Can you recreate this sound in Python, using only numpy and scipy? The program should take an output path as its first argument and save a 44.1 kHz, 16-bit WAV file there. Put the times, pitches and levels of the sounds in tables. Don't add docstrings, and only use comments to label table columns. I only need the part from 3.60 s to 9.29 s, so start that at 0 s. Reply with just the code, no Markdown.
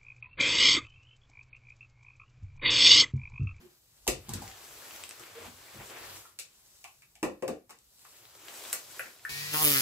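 import sys
import numpy as np
from scipy import signal
from scipy.io import wavfile
from scipy.ndimage import map_coordinates

SR = 44100
rng = np.random.default_rng(int(sys.argv[2]) if len(sys.argv) > 2 else 0)


def rack_gain(trim_db):
    fader = np.asarray(trim_db, float)
    return 10 ** (fader / 20)


def generate_wav(sig):
    pcm = np.round(np.clip(np.atleast_2d(sig).T, -1, 1) * 32767).astype(np.int16)
    wavfile.write(sys.argv[1], SR, pcm)


N = 251059
EDGES_HZ = 40 * 2 ** np.arange(0, 9.5, .5)


def in_time(rows):
    s, *columns = np.transpose(rows)
    return [np.interp(np.arange(N) / SR, s, c) for c in columns]


def at_hz(points, hz):
    table_hz, values = np.transpose(points)
    return np.interp(np.log(hz), np.log(table_hz), values)


def rms_one(x):
    return x / np.sqrt(np.mean(x ** 2) + 1e-20)


def band(x, low_hz, high_hz):
    sos = signal.butter(2, [low_hz, min(high_hz, .45 * SR)], "band", fs=SR, output="sos")
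    return signal.sosfilt(sos, x + 1e-18)


def drift(rate_hz):
    r = np.exp(-80 * np.pi * rate_hz / SR)
    white = rng.standard_normal(N // 40 + 2002)
    slow = signal.lfilter([1], [1, -2 * r, r * r], white)[2000:]
    return np.interp(np.arange(N) / 40, np.arange(len(slow)), rms_one(slow))


def ring(force, modes):
    out = 0
    for k, (hz, level_db, t60_s) in enumerate(modes):
        r = rack_gain(-60 / (t60_s * SR))
        w = 2 * np.pi * hz / SR
        gain = (-1) ** k * rack_gain(level_db) * np.sin(w)
        out = out + signal.lfilter([0, gain], [1, -2 * r * np.cos(w), r * r], force + 1e-18)
    return out


def strike(times_s, level_db, centre_hz, spread_oct, modes, scatter_db):
    out = 0
    chance = rng.standard_normal((len(times_s), len(modes)))
    samples = np.round(times_s * SR).astype(int)
    for k, mode in enumerate(modes):
        away = np.log2(mode[0] / centre_hz) / spread_oct
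        gains = rack_gain(level_db - 6 * away ** 2 + scatter_db * chance[:, k])
        out = out + (-1) ** k * ring(np.bincount(samples, gains, N), [mode])
    return out


# frequency in Hz, left-right likeness (0 to 1).
LIKENESS = [(30, .9), (70, .985), (150, .98), (300, .66), (700, .4), (2000, .0), (16000, .0)]


def diffuse(size, shape):
    out = 0
    white = rng.standard_normal((2, 2, size))
    for k, (low, high) in enumerate(zip(EDGES_HZ, EDGES_HZ[1:])):
        hz = np.sqrt(low * high)
        mid, side = band(white[k % 2], low, high)
        alike = np.clip(at_hz(LIKENESS, hz), 0, 1)
        pair = np.sqrt(1 + alike) * mid + np.sqrt(1 - alike) * side * [[1], [-1]]
        out = out + shape(hz) * pair
    return out


# frequency in Hz, relative band level in dB.
HISS_SPECTRUM = [(18, -34), (30, 1), (118, 9), (221, 5.5), (1540, -9), (2480, -14), (3580, -12), (7670, -4),
                 (9460, -30.5), (12600, 5.5), (16000, -30)]


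def hiss():
    return rack_gain(-72.5) * rms_one(diffuse(N, lambda hz: rack_gain(at_hz(HISS_SPECTRUM, hz))))


# frequency in Hz, t60 in seconds.
ROOM_T60 = [(100, 0.24), (260, 0.25), (700, 0.24), (1800, 0.25), (5000, 0.25), (13000, 0.14)]


def room(x, count=16):
    hop, size = SR // 5, SR * 2 // 5
    t = np.arange(count * size) % size / SR
    tails = diffuse(len(t), lambda hz: rack_gain(-60 * t / at_hz(ROOM_T60, hz)) * (1 - np.exp(-t / 0.001)))
    tails = tails.reshape(2, count, size) / np.sqrt(np.sum(tails ** 2) / 2 / count)
    padded = np.pad(x, (hop, 2 * hop))
    out = np.zeros((2, N + 3 * hop + size))
    for k, i in enumerate(range(0, N + hop, hop)):
        piece = padded[i:i + 2 * hop] * np.hanning(2 * hop) ** .5
        out[:, i:i + 2 * hop + size - 1] += signal.fftconvolve(piece[None], tails[:, k % count], axes=1)
    return out[:, hop:hop + N]


PATCHY_DB = 1.4
# frequency in Hz, level in dB, t60 in seconds.
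SEAT_MODES = [(44.2, -8.5, 0.081), (62, -4.5, 0.065), (80.6, -9.5, 0.13), (89.8, -8, 0.12),
              (121.5, -6.5, 0.074), (176, -10, 0.024)]
# time in seconds, relative rumble level in dB.
WEIGHT = [(0, -62), (.2, -77), (.65, -55), (.76, -46.5), (1.0, -69), (1.65, -68.5), (1.85, -53),
          (2.07, -68.5), (2.2, -68), (2.5, -60), (2.68, -71.5), (3.2, -72.5), (4.4, -77), (5.0, -68),
          (5.69, -71)]


def rumble():
    level_db, = in_time(WEIGHT)
    shake = rms_one(ring(rng.standard_normal(N), SEAT_MODES))
    return rack_gain(level_db - 8.5 + PATCHY_DB * drift(18.0)) * shake


# start in seconds, length in seconds, level in dB, wall mode in Hz.
DRAGS = [(0.023, 0.046, -56.5, 372.5), (0.873, 0.036, -60.5, 766), (1.744, 0.074, -54, 443),
         (1.845, 0.052, -56.5, 246)]


def drags():
    t = np.arange(N) / SR
    waver = 1 + 0.045 * drift(26.0)
    flutter = rack_gain(3 * drift(34.0))
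    phase_per_hz = 2 * np.pi * np.cumsum(waver) / SR
    out = 0
    for s, length_s, level_db, hz in DRAGS:
        swell = np.sin(np.pi * np.clip((t - s) / length_s, 0, 1)) ** .5
        out = out + rack_gain(level_db) * swell * np.sin(hz * phase_per_hz)
    return flutter * out


# frequency in Hz, level in dB, t60 in seconds.
BOX_MODES = [(193, 6.5, 0.034), (245, 1.5, 0.06), (280, 1.5, 0.042), (311, 4.5, 0.043), (347.6, 3.5, 0.045),
             (378.4, -1.5, 0.081), (452.7, -1.5, 0.049), (529.4, -0.5, 0.056), (622, -0.5, 0.053),
             (708, 5, 0.03), (770, 3.5, 0.037), (855, -6, 0.08)]
# time in seconds, wall ring in dB, ring centre in Hz, thud in dB.
KNOCKS = [(0.002, -53, 188, -63), (0.476, -27.5, 390, -24.5), (0.501, -49, 409, -53),
          (0.522, -65, 361, -29), (0.684, -45.5, 258, -24), (0.737, -39, 207, -55),
          (0.799, -47, 213, -37.5), (0.869, -69, 302, -53), (1.592, -54, 390, -57), (1.779, -52, 446, -62),
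          (1.872, -55.5, 244, -55), (2.145, -55.5, 280, -46.5), (2.18, -63, 280, -41), (2.2, -54, 339, -55),
          (2.296, -51, 466, -78), (2.79, -59.5, 540, -87), (3.24, -49.5, 830, -74), (3.555, -60, 855, -75),
          (3.628, -28.5, 404, -47), (3.644, -38, 253, -44), (3.664, -36.5, 441, -70),
          (3.825, -30, 480, -71), (3.844, -46, 482, -44.5), (3.884, -28.5, 480, -57),
          (3.891, -37, 245, -49), (3.918, -48, 452, -64), (4.098, -56.5, 393, -79), (5.13, -49, 579, -82),
          (5.295, -64, 366, -78), (5.392, -47, 603, -79), (5.451, -55, 398, -68)]


def knocks():
    s, ring_db, ring_hz, thud_db = np.transpose(KNOCKS)
    spread_oct = np.minimum(273 / ring_hz, .75)
    walls = strike(s, ring_db, ring_hz, spread_oct, BOX_MODES, scatter_db=2.06)
    thud = strike(s, thud_db, 110, 0.82, SEAT_MODES, scatter_db=3.5)
    return band(walls, 110, 830) + band(thud, 26, 140)


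# frequency in Hz, level in dB, t60 in seconds.
TOY_MODES = [(800, 5.5, 0.018), (1050, -0.5, 0.021), (1165, -1, 0.031), (1340, 4, 0.013),
             (1420, 3.5, 0.012), (1800, 0.5, 0.011), (1988, -5.5, 0.026), (2274, 1, 0.016),
             (2600, 4, 0.013), (3038, 2, 0.011), (3460, -4.5, 0.015)]
# time in seconds, shell ring in dB, ring centre in Hz, spread in octaves,
# crack in dB.
CLACKS = [(0.468, -33.5, 955, 0.27, -18), (0.4772, -30, 2720, 1.07, 2), (0.488, -40, 2600, 0.25, -17),
          (0.5, -57, 2750, 0.5, -12), (0.686, -52, 974, 0.24, -27), (0.692, -43, 920, 0.51, -14.5),
          (0.736, -45, 1640, 0.4, -9), (0.82, -42, 875, 0.22, -20.5), (1.596, -47, 1350, 0.4, -23.5),
          (1.851, -64, 1340, 0.31, -42), (2.201, -53, 1150, 0.88, -37), (2.6517, -47, 1340, 0.38, -47),
          (2.7887, -45, 2600, 0.77, -13), (2.7965, -60, 2600, 0.76, -14), (3.2418, -46, 2550, 0.42, -24),
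          (3.247, -49.5, 1080, 0.42, -33), (3.4207, -56.5, 1940, 0.65, -35),
          (3.5536, -59.5, 2600, 0.65, -31.5), (3.6288, -32.5, 1300, 1.0, -10.5),
          (3.646, -45, 1400, 0.77, -37), (3.8233, -41.5, 1400, 0.97, -24), (3.8791, -41, 1400, 1.23, -15.5),
          (4.0935, -54, 1330, 0.97, -31), (4.099, -57, 1400, 0.96, -29), (4.106, -50.5, 1300, 0.85, -25),
          (4.449, -50, 1390, 0.62, -35), (5.128, -36.5, 1800, 0.7, -10)]


def clacks():
    s, ring_db, ring_hz, spread_oct, _ = np.transpose(CLACKS)
    return band(strike(s, ring_db, ring_hz, spread_oct, TOY_MODES, scatter_db=2.0), 470, 4660)


# time in seconds, shell ring in dB, spread in octaves, sizzle in dB,
# sizzle half-width in octaves.
TAPS = [(5.129, -55, 0.35, -0.5, 0.81), (5.394, -33, 0.52, -8, 0.18), (5.4571, -47.5, .6, -43, 0.56),
        (5.6506, -28.5, 0.24, -17.5, 0.17)]


def taps():
    s, ring_db, spread_oct, _, _ = np.transpose(TAPS)
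    return band(strike(s, ring_db, 1754, spread_oct, TOY_MODES, scatter_db=5.0), 1200, 3100)


def cracks():
    crack_hz, crack_oct, sizzle_hz, contact_s = 6940, 1, 11240, 0.0023
    t = np.arange(2048) / SR
    out = np.zeros((2, N + len(t)))
    rows = [(s, db, crack_hz, crack_oct) for s, *_, db in CLACKS]
    rows += [(s, db, sizzle_hz, octaves) for s, *_, db, octaves in TAPS]
    noises = rng.standard_normal((len(rows), len(t)))
    for (s, level_db, hz, octaves), noise in zip(rows, noises):
        scuffle = noise * np.exp(-t / contact_s)
        pair = np.array([scuffle / np.sqrt(np.sum(scuffle ** 2)), t == 0])
        wide = 2 ** octaves
        pair = band(band(pair, hz / wide, hz * wide), hz / wide ** 2, hz * wide ** 2)
        out[:, round(s * SR):][:, :len(t)] += rack_gain(level_db) * pair
    return out[:, :N]


# time in seconds, peak in dB, centre in Hz.
SNAPS = [(0.8782, -37, 4740), (0.915, -40, 2750), (1.3087, -38, 2140), (1.3618, -37.5, 4030),
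         (1.4376, -27.5, 3630), (1.449, -39, 6450), (1.492, -29.5, 7800), (1.5099, -32.5, 3070),
         (1.6368, -41, 1800), (2.3003, -39.5, 2640), (2.534, -50, 2160), (4.1879, -44.5, 7010),
         (4.3932, -47, 8560), (4.5673, -44, 7600), (4.6537, -44, 2100), (4.884, -33.5, 2140),
         (5.0514, -34, 1800), (5.099, -34, 7670), (5.5944, -48, 1900)]


def snaps():
    t = np.arange(400) / SR
    out = np.zeros(N + len(t))
    noises = rng.standard_normal((len(SNAPS), len(t)))
    for (s, peak_db, hz), noise in zip(SNAPS, noises):
        click = band(noise * np.exp(-t / 0.00099), hz / 3.1, hz * 1.95)
        out[round(s * SR):][:len(t)] += rack_gain(peak_db) * click / np.abs(click).max()
    return out[:N]


# frequency in Hz, relative level in dB per Hz.
FILM_SPECTRUM = [(120, -36.5), (200, -13.5), (473, 2), (601, -5.5), (777, -3.5), (1650, -8), (1810, -8),
                 (7680, -14.5), (9400, -17), (12600, -12), (16000, -14)]
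# time in seconds, relative level of the low and middle rustle in dB,
# relative level of the fine crinkle in dB.
MOVE = [(0.0, -66, -69), (0.2, -82.5, -70.5), (0.62, -69.5, -64.5), (0.72, -54.5, -61), (0.86, -56, -53),
        (0.95, -58, -57.5), (1.03, -58.5, -55.5), (1.36, -54.5, -53.5), (1.56, -60, -58.5),
        (1.62, -58.5, -57), (1.69, -58, -59.5), (1.86, -51, -55), (1.92, -64, -59), (2.07, -58.5, -58),
        (2.17, -57, -56.5), (2.2, -49, -56.5), (2.26, -58.5, -53.5), (2.32, -49.5, -55), (2.55, -54.5, -51),
        (2.75, -76.5, -70.5), (3.17, -74, -62.5), (3.49, -82, -71.5), (4.05, -86, -81.5), (4.2, -82, -71),
        (4.35, -77.5, -65), (4.5, -68, -60), (4.72, -66, -62.5), (4.92, -54.5, -53), (5.1, -52.5, -47),
        (5.22, -61.5, -56), (5.38, -56.5, -51.5), (5.6, -68.5, -63.5), (5.69, -60.5, -57)]


def rustle():
    fold_db, crinkle_db = in_time(MOVE)
    rub_db = fold_db - 4
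    clump_hz = 40
    clumps = drift(clump_hz)
    born = rng.random((4, N)) < 1500 * rack_gain(3.0 * clumps) / SR
    sizes = rack_gain(4.2 * np.minimum(rng.exponential(1, (4, N)), 6))
    trains = born * sizes * rng.choice([-1, 1], (4, N))
    direct, gains = 0, []
    for k, (low, high) in enumerate(zip(EDGES_HZ, EDGES_HZ[1:])):
        hz = np.sqrt(low * high)
        grains = 0.42 * rms_one(trains[0]) + 0.45 * rms_one(trains[1 + k % 3])
        grains = grains + 0.6 * rng.standard_normal(N)
        rub = np.clip(np.log2(1300 / hz), 0, 1)
        crinkle = np.clip(np.log2(hz / 2500), 0, 1)
        level_db = rub * rub_db + crinkle * crinkle_db + (1 - rub - crinkle) * fold_db
        flicker_db = PATCHY_DB * (clumps / 2 + drift(clump_hz / 2))
        gains.append(rack_gain(15.5 + level_db + at_hz(FILM_SPECTRUM, hz) + flicker_db))
        direct = direct + gains[-1] * band(grains, low, high)
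    fade = rack_gain(-60 / (.2 * SR)) ** 2
    lingering = iter(np.sqrt(signal.lfilter([1 - fade], [1, -fade], np.square(gains))))
    return direct, rack_gain(-1.0) * diffuse(N, lambda hz: next(lingering))


# time in seconds, left port later by ms.
HANDS = [(0, 0.17), (1.0, 0.016), (2.25, 0.012), (2.75, 0.11), (4.25, 0.13), (5.0, -0.014), (5.69, -0.019)]


def at_ports(near):
    lag_ms, = in_time(HANDS)
    half_lag = lag_ms * SR / 2000
    return np.array([map_coordinates(near, [np.arange(N) + sign * half_lag], order=3) for sign in (-1, 1)])


def scene():
    bodies = knocks() + clacks() + drags()
    film, seat, toy = snaps(), rumble(), taps()
    crack, crack_click = cracks()
    creases, creases_reflected = rustle()
    direct = at_ports(bodies + toy + crack + film + creases + seat)
    sent = bodies + rack_gain(-2) * toy + rack_gain(-2.0) * crack_click + rack_gain(-6) * film + rack_gain(-0.5) * seat
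    wet = room(rack_gain(3.5) * sent)
    port_gain = rack_gain(np.array([[.4], [-.4]]))
    return (direct + wet + creases_reflected + hiss()) * port_gain


# frequency in Hz, width in Hz, left lift in dB, right lift in dB.
PORTS = [(2550, 1500, 1, 1.5), (4170, 5000, 2, -0.5), (7720, 880, 6, 4), (13930, 9900, -3.5, -0.5)]


def casing(x):
    for hz, width_hz, *lift_db in PORTS:
        r = np.exp(-np.pi * width_hz / SR)
        poles = [1, -2 * r * np.cos(2 * np.pi * hz / SR), r * r]
        peak = signal.lfilter(np.array([1, 0, -1]) * (1 - r * r) / 2, poles, x)
        x = x + (rack_gain(np.array(lift_db))[:, None] - 1) * peak
    return x


def top_cut(x):
    return signal.sosfilt(signal.butter(12, 17000, fs=SR, output="sos"), x)


def record(dry):
    low_pass = signal.cheby2(14, 35, 15900, fs=SR, output="sos")
    mix = signal.sosfilt(low_pass, casing(dry))
    return top_cut(mix)


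dry = scene()
out = record(dry)
generate_wav(out)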